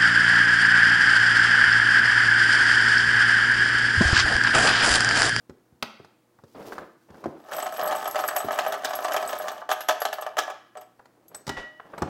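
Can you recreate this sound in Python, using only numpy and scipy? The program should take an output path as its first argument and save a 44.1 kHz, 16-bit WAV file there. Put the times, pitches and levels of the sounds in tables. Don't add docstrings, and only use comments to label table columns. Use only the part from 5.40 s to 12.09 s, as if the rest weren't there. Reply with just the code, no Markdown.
import sys
import numpy as np
from scipy import signal
from scipy.fft import rfft, irfft, next_fast_len
from scipy.io import wavfile

SR = 44100
rng = np.random.default_rng(int(sys.argv[2]) if len(sys.argv) > 2 else 0)


def to_wav(s):
    ch = np.atleast_2d(s).T
    pcm = np.round(np.clip(ch, -1, 1) * 32767)
    wavfile.write(sys.argv[1], SR, pcm.astype(np.int16))


N = 295012

# t/s, then level/dB of clack, thump, hollow and snap
KNOCK_HITS = [(0.095, -39.5, -33, -38.5, -50), (0.325, -78, -43, -63, -85), (0.426, -20.5, -38, -30, -30.5),
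              (0.599, -45, -41, -43.5, -66), (0.646, -42.5, -48, -50, -51), (0.987, -44.5, -52.5, -73, -70),
              (1.037, -47, -37.5, -47.5, -54.5), (1.322, -23, -57, -35.5, -57),
              (1.381, -23, -41, -33.5, -43), (1.703, -45, -34.5, -61, -54.5), (1.743, -39, -43, -71, -58),
              (1.84, -27, -36, -38, -43.5), (1.858, -30, -25, -19.5, -47), (3.046, -30, -28.5, -30, -49.5),
              (5.593, -38.5, -75, -56, -61.5), (5.655, -46.5, -78, -58, -53),
              (5.945, -30, -60, -49.5, -39.5), (6.067, -34, -39, -44, -32), (6.077, -26.5, -25.5, -40, -29),
              (6.092, -21, -23, -28, -24.5), (6.398, -29, -58, -59, -63), (6.535, -27.5, -63.5, -46, -68),
              (6.579, -25, -40, -36, -42.5), (6.62, -15, -13.5, -23, -30)]
# t/s, length/s, rub level/dB, rub growth/dB, grit level/dB
AXLE_TURNS = [(1.149, .29, -38.5, -0.5, -69.5), (1.69, .28, -47.5, 0, -78.5), (5.54, 0.47, -64, 9, -100),
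              (5.914, 0.063, -50, -9, -97.5), (6.45, .23, -49.5, 15.5, -83)]
# t/s, level/dB
TUMBLE_CURVE = [(1.99, -45.5), (2.07, -38), (2.13, -21.5), (2.3, -28.5), (2.42, -20), (2.9, -26.5),
                (3.3, -23.5), (3.39, -27.5), (3.5, -24), (3.98, -21.5), (4.12, -24), (4.22, -36.5)]
# t/s, ring level/dB, crack level/dB
CASE_FALLS = [(2.113, -41, -47), (2.133, -41, -36.5), (2.202, -40, -36.5), (2.264, -22.5, -36),
              (2.427, -22, -48), (2.473, -27, -38.5), (2.656, -19.5, -36.5), (2.757, -15, -30),
              (2.79, -17.5, -31), (2.839, -13.5, -37.5), (2.886, -19.5, -30.5), (2.912, -22, -49),
              (2.964, -15, -31), (3.002, -21, -37), (3.085, -17, -44), (3.108, -16, -37.5),
              (3.188, -12.5, -25), (3.264, -13.5, -36), (3.322, -19.5, -30.5), (3.34, -16, -36),
              (3.447, -16.5, -22.5), (3.534, -19, -36), (3.646, -13.5, -32), (3.682, -19, -36.5),
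              (3.72, -23.5, -30.5), (3.743, -14, -34), (3.764, -16, -25.5), (3.891, -26, -35.5),
              (3.929, -18, -35.5), (4.082, -21.5, -31.5), (4.218, -25.5, -67.5), (4.291, -13.5, -36),
              (4.303, -27.5, -31), (4.314, -9.5, -24.5), (4.407, -26.5, -34), (4.487, -14, -21),
              (4.493, -9.5, -26.5), (4.507, -19.5, -31), (4.618, -15, -34), (4.652, -12, -26),
              (4.728, -21, -31), (4.784, -21.5, -48), (4.823, -20, -40.5), (4.864, -18, -40),
              (4.969, -16.5, -34.5), (4.982, -17, -27.5), (4.987, -13.5, -22), (5.078, -22, -48.5),
              (5.1, -21.5, -40), (5.354, -31.5, -63.5), (5.371, -29.5, -48), (5.414, -35.5, -52.5)]
# t/s, level/dB, f/Hz
CASE_CLINKS = [(2.1655, -27.5, 12000), (2.225, -26.5, 8000), (2.4598, -27.5, 11700), (2.6773, -23.5, 11600),
               (2.7112, -25, 11600), (2.807, -29.5, 11470), (2.8783, -20.5, 11600), (2.9637, -17, 11700),
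               (2.9834, -23.5, 8020), (3.12, -32, 11730), (3.444, -28, 8030), (3.5533, -23.5, 11600),
               (3.6406, -31, 8050), (3.7349, -24.5, 11600), (3.8766, -25.5, 8060), (4.3244, -27, 11600),
               (4.4069, -29.5, 11600), (4.4244, -37.5, 11800), (4.4846, -26, 11600), (4.6039, -27, 11600),
               (4.6189, -25, 11600), (4.7316, -34, 11540), (4.7356, -39, 15600), (4.8115, -33.5, 11600),
               (4.9881, -31, 8040), (5.3727, -41.5, 8030), (5.4106, -45, 12200), (5.882, -41.5, 11600),
               (5.9484, -28, 8040), (6.5799, -45, 8070)]
# t/s, ring level/dB, bump level/dB
LID_HITS = [(6.092, -39.5, -38), (6.168, -35, -33.5)]

# f/Hz, level/dB, t60/s (time to fade by 60 dB)
BENCH_MODES = [(86, -11, 0.14), (110.6, -16, 0.11), (146, -9.5, 0.16), (190, 4.5, 0.017)]
BUCKET_MODES = [(229, -2, 0.11), (268, -14.5, 0.18), (306, -6, 0.12), (383, 5.5, 0.051), (435, -5.5, 0.078),
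                (474, -16, 0.011), (564, 4.5, 0.041), (682, 1.5, 0.033)]
SHELL_MODES = [(406.2, -11, 0.15), (616, -13.5, 0.1), (624.5, 2.5, 0.076), (727, -1.5, 0.075),
               (715.2, -11, 0.12), (773, -3.5, 0.08), (874, -9.5, 0.12), (1031, -8, 0.061),
               (1156, -5, 0.06), (1280, -3.5, 0.036), (1271, -9, 0.1), (1516, -12.5, 0.052),
               (1703, -5.5, 0.032), (1871, -12, 0.029), (2310, -26, 0.16), (2954, -24, 0.078),
               (3035, -23, 0.031)]
BRASS_MODES = [(8040, 2.5, 0.1), (8600, -14, .08), (11620, 8, 0.04), (12210, 3, .085), (15600, -2, 0.06)]
LID_MODES = [(616, -14, .9), (759, -19, .7), (1227, -16, .4), (1421, -14, .45), (1712, -14, .32),
             (1928, 3, .58), (2955, -9, .52), (4775, -21, .4)]

# f/Hz, level/dB
AIR_COLOUR = [(15, -57), (25, -10.5), (70, -6.5), (117, -6.5), (161, 3.5), (354, 10.5), (427, -10),
              (476, -3), (531, 2), (1260, -5.5), (2760, -15.5), (14400, -20.5), (16000, -18)]
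CLACK_COLOUR = [(300, -17), (800, 3), (1600, -2.5), (2300, -20.5), (3500, -26), (9000, -74.5)]
SNAP_COLOUR = [(900, -77), (1800, 7.5), (2600, -2.5), (4800, 3), (7000, -2.5), (10000, -12.5), (16000, -18)]
LATCH_COLOUR = [(700, -14), (1200, 0), (1900, -6), (2400, 0), (3000, -2), (3600, -8), (4400, -2),
                (5400, -10), (6600, -24), (15000, -23)]
AXLE_COLOUR = [(35, -65), (60, -20), (201, -4.5), (455, -1), (494, -5), (547, -1), (632, -4.5), (686, -4.5),
               (1170, -13.5), (3390, -30), (8000, -60), (10400, -49), (17600, -120)]
GRIT_COLOUR = [(500, -19.5), (2000, -0.5), (5000, 4.5), (9000, -3), (15500, -2)]
CRACK_COLOUR = [(30, -59.5), (70, -46), (130, -11.5), (250, 8.5), (480, -3), (620, 0), (1700, 8.5),
                (2300, -5), (3100, 4.5), (4300, -8.5), (6300, -3), (9000, -13.5), (15500, -14.5)]
CHATTER_COLOUR = [(2000, -29.5), (6500, -4.5), (9500, -14.5), (11700, -12), (13000, -15.5), (16000, -17.5)]
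BUMP_COLOUR = [(40, 1), (130, -6), (700, 5.5), (2000, -4), (6000, -16.5), (15000, -41.5)]
ECHO_COLOUR = [(40, -22.5), (200, 1.5), (600, 0), (1500, -2), (4800, -4), (7000, -4.5), (15000, -5.5)]

# f/Hz, t60/s
ROOM_DECAY = [(100, 0.49), (700, 0.42), (2000, 0.64), (4800, 0.55), (8000, 0.4), (15000, 0.3)]

GRIP_S, SLIP_S = 0.019, 0.1
SPILL_RISE_S, SPILL_FALL_S, SPILL_SHARE = 0.3, 0.27, 0.4
ROLL_DB, TRICKLE_DB = -22, -37
DRUM_DB, TICK_DB, RIB_DB, JINGLE_DB = -10.5, -12, -12, -24
STRAY_RING_DB, STRAY_CRACK_DB = -4, -9.5
SURGES_PER_S, SURGE_DB = 14, 5
SETTLE_S, SETTLE_DB, SETTLE_DROP_DB = 0.11, -30.5, 15
ECHO_STEP_S, TOP_HZ = 0.4, 15900


def amp(db):
    return 10 ** (np.asarray(db) / 20)


def along(points, hz):
    f, values = np.transpose(points)
    return np.interp(np.log(hz + 1), np.log(f + 1), values)


def fade(t, t60):
    return np.exp(-np.log(1000) * t / t60)


def colour(x, spectrum):
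    m = next_fast_len(len(x) + 4096)
    gain = amp(along(spectrum, np.fft.rfftfreq(m, 1 / SR)))
    return irfft(rfft(x, m) * gain, m)[:len(x)]


def noise(spectrum):
    x = colour(rng.standard_normal(N), spectrum)
    return x / np.sqrt(np.mean(x ** 2) + 1e-20)


def highpass(x, hz):
    return signal.sosfilt(signal.butter(4, hz, "highpass", fs=SR, output="sos"), x)


def add(track, start, sound):
    part = track[max(round(start * SR), 0):][:len(sound)]
    part += sound[:len(part)]


def pulses(times, sizes):
    return np.bincount(np.maximum(np.asarray(times) * SR, 0).astype(int), sizes, N)[:N]


def bursts(times, sizes, spectrum, t60, rise):
    t = np.arange(SR // 2) / SR
    shape = fade(t, t60) * (1 - np.exp(-t / rise))
    power = signal.fftconvolve(pulses(times, sizes ** 2), shape ** 2)[:N]
    return np.sqrt(np.abs(power)) * noise(spectrum)


def ring(times, sizes, modes, scatter_db, detune=0, tunings=1):
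    spot = rng.standard_normal((len(times), len(modes), 2))
    drive = sizes[:, None] * np.sign(spot[..., 0]) * amp(scatter_db * np.tanh(spot[..., 1]))
    out = np.zeros(N)
    for group, shift in enumerate(np.linspace(-detune, detune, tunings)):
        for k, (hz, db, t60) in enumerate(modes):
            decay, angle = fade(1 / SR, t60), 2 * np.pi * hz * (1 + shift) / SR
            blows = pulses(times[group::tunings], drive[group::tunings, k])
            feedback = [1, -2 * decay * np.cos(angle), decay * decay]
            out += signal.lfilter([0, amp(db) * decay * np.sin(angle)], feedback, blows + 1e-20)
    return out


def rebounds(times, sizes, count, within, drop_db):
    late = rng.random((len(times), count))
    hop_times = times[:, None] + 0.002 + within * late
    hop_sizes = sizes[:, None] * amp(-drop_db * late)
    return hop_times.ravel(), hop_sizes.ravel()


def stroke(start, length, db, growth_db, attack, release):
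    end, end_db = start + length, db + growth_db
    return [(start - attack, db - 30), (start, db), (end, end_db), (end + release, end_db - 30)]


def jostle(curve, count, spread_db):
    t, db = np.transpose(curve)
    gain = amp(np.interp(np.arange(N) / SR, t, db, left=-120, right=-120))
    when, softness = rng.random((count, 2)).T
    times = t[0] + when * (t[-1] - t[0])
    samples = np.minimum(times * SR, N - 1).astype(int)
    return times, gain[samples] * amp(-spread_db * softness)


def room_air():
    hum = np.sin(2 * np.pi * np.outer([120, 480], np.arange(N) / SR)).sum(0)
    return amp(-65.5) * noise(AIR_COLOUR) + amp(-73) * hum


def knocks():
    times, clack_db, thump_db, hollow_db, snap_db = np.transpose(KNOCK_HITS)
    thump = amp(-4.5) * highpass(ring(times, amp(thump_db), BENCH_MODES, scatter_db=1.5), hz=68)
    hollow = amp(-6) * highpass(ring(times, amp(hollow_db), BUCKET_MODES, scatter_db=5.5), hz=157)
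    clack = amp(-5) * bursts(times, amp(clack_db), CLACK_COLOUR, t60=0.04, rise=0.00051)
    hops = rebounds(times, amp(clack_db), count=2, within=0.012, drop_db=2.5)
    rattle = amp(-7.5) * bursts(*hops, CLACK_COLOUR, t60=0.018, rise=0.00025)
    snap = amp(1) * bursts(times, amp(snap_db), SNAP_COLOUR, t60=0.032, rise=0.0016)
    return thump + hollow + clack + rattle + snap


def latch():
    return bursts(times=[0.4255], sizes=amp([-18.5]), spectrum=LATCH_COLOUR, t60=0.027, rise=0.00013)


def axles():
    turns = [stroke(start, length, db, growth_db, GRIP_S, SLIP_S)
             for start, length, db, growth_db, _ in AXLE_TURNS]
    slips = np.hstack([jostle(turn, count=260, spread_db=9.5) for turn in turns])
    rub = amp(0.5) * bursts(*slips, AXLE_COLOUR, t60=0.026, rise=0.00081)
    rolling = jostle(TUMBLE_CURVE, count=900, spread_db=7.5)
    rub += amp(ROLL_DB) * bursts(*rolling, AXLE_COLOUR, t60=0.028, rise=0.0012)
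    dust = np.hstack([jostle(turn, count=60, spread_db=14) for turn in turns])
    return rub + amp(-14.5) * ribs(*dust, hz=3790, octaves=0.51, t60=0.011)


def ribs(times, sizes, hz, octaves, t60):
    pitch = hz * 2 ** (octaves * rng.uniform(-1.01, 1, (len(times), 1)))
    t = np.arange(SR // 40) / SR
    ticks = sizes[:, None] * np.sin(2 * np.pi * pitch * t) * fade(t, t60)
    samples = (times[:, None] * SR).astype(int) + np.arange(len(t))
    return highpass(np.bincount(samples.ravel(), ticks.ravel(), N)[:N], hz=1580)


def grit():
    spills = []
    for start, length, _, _, db in AXLE_TURNS:
        full_at = start + length * (1 - SPILL_SHARE) / 2
        flow = stroke(full_at, length * SPILL_SHARE, db, 0, SPILL_RISE_S, SPILL_FALL_S)
        spills.append(jostle(flow, count=6000, spread_db=9))
    times, sizes = jostle(TUMBLE_CURVE, count=16000, spread_db=30)
    times, sizes = np.hstack(spills + [(times, amp(TRICKLE_DB) * sizes)])
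    steps = np.arange(0, N, SR // 60) / SR
    spurts = amp(3 * np.interp(times, steps, rng.standard_normal(len(steps))))
    grains = pulses(times, sizes * spurts * rng.standard_normal(len(times)))
    return amp(23.5) * colour(grains, GRIT_COLOUR)


def surging(curve):
    times, db = np.transpose(curve)
    steps = np.arange(0, N / SR, 1 / SURGES_PER_S)
    surge = np.tanh(rng.standard_normal(N // 1000))[:len(steps)]
    t = np.linspace(times[0], times[-1], 500)
    return np.column_stack([t, np.interp(t, times, db) + SURGE_DB * np.interp(t, steps, surge)])


def heap():
    flow = surging(TUMBLE_CURVE)
    times, sizes = jostle(flow, count=36, spread_db=1.5)
    small_times, small_sizes = jostle(flow, count=520, spread_db=14)
    body = shell((times, amp(STRAY_RING_DB) * sizes), (small_times, amp(DRUM_DB) * small_sizes))
    strays = amp(STRAY_CRACK_DB) * bursts(times, sizes, CRACK_COLOUR, t60=0.038, rise=0.00023)
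    taps = jostle(flow, count=220, spread_db=23)
    ticks = amp(TICK_DB) * bursts(*taps, CRACK_COLOUR, t60=0.037, rise=0.0001)
    rib_taps = jostle(flow, count=450, spread_db=27)
    ticks += amp(RIB_DB) * ribs(*rib_taps, hz=3280, octaves=0.97, t60=0.011)
    jingle = amp(JINGLE_DB) * brass(*jostle(flow, count=130, spread_db=21))
    return body + highpass(strays + ticks, hz=257.7) + jingle


def shell(*hits):
    times, sizes = np.hstack(hits)
    return highpass(ring(times, sizes, SHELL_MODES, scatter_db=1.5, detune=0.016, tunings=4), hz=495)


def brass(times, sizes):
    return ring(times, sizes, BRASS_MODES, scatter_db=9, detune=0.003, tunings=3)


def falls():
    times, ring_db, crack_db = np.transpose(CASE_FALLS)
    hops = rebounds(times, amp(ring_db - 15), count=3, within=0.02, drop_db=12)
    settling = rebounds(times, amp(ring_db + SETTLE_DB), count=4, within=SETTLE_S, drop_db=SETTLE_DROP_DB)
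    body = shell((times, amp(ring_db - 9)), hops, settling)
    crack = amp(4.5) * bursts(times, amp(crack_db), CRACK_COLOUR, t60=0.053, rise=0.00038)
    crack_hops = rebounds(times, amp(crack_db), count=3, within=0.05, drop_db=10)
    crack += amp(-4) * bursts(*crack_hops, CRACK_COLOUR, t60=0.014, rise=0.0001)
    rib_hops = rebounds(times, amp(crack_db), count=5, within=0.033, drop_db=17)
    ticks = amp(5) * ribs(*rib_hops, hz=3250, octaves=0.8, t60=0.0091)
    return body + highpass(crack, hz=361) + ticks


def clinks():
    times, db, _ = np.transpose(CASE_CLINKS)
    pings, t = np.zeros(N), np.arange(SR // 4) / SR
    for start, level_db, hz in CASE_CLINKS:
        add(pings, start, amp(level_db) * np.sin(2 * np.pi * hz * t) * fade(t, 0.077))
    linger = amp(-19.5) * brass(*rebounds(times, amp(db), count=2, within=0.019, drop_db=21.5))
    chatter = amp(-11) * bursts(times, amp(db), CHATTER_COLOUR, t60=0.032, rise=0.0001)
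    return amp(-5) * pings + linger + chatter


def lid():
    times, ring_db, bump_db = np.transpose(LID_HITS)
    ding = ring(times, amp(ring_db), LID_MODES, scatter_db=0)
    return ding + bursts(times, amp(bump_db), BUMP_COLOUR, t60=0.26, rise=0.0028)


def workshop(x):
    out, step = np.zeros(N), round(ECHO_STEP_S * SR)
    for start in range(0, N, step):
        hz, t, bands = signal.stft(rng.standard_normal(SR * 2 // 3), SR, nperseg=256)
        bands *= fade(t, along(ROOM_DECAY, hz)[:, None])
        _, tail = signal.istft(bands, SR, nperseg=256)
        tail = colour(tail / np.linalg.norm(tail), ECHO_COLOUR)
        add(out, start / SR + 0.005, signal.fftconvolve(x[start:start + step], tail))
    return out


def scene():
    near = knocks() + latch() + axles() + grit() + heap() + falls() + clinks() + lid()
    return (near + amp(-7.5) * workshop(near) + room_air())[None]


def record(dry):
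    m = next_fast_len(N + SR // 4)
    passes = np.fft.rfftfreq(m, 1 / SR) < TOP_HZ
    return irfft(rfft(dry, m) * passes, m)[:, :N]


dry = scene()
out = record(dry)
to_wav(out)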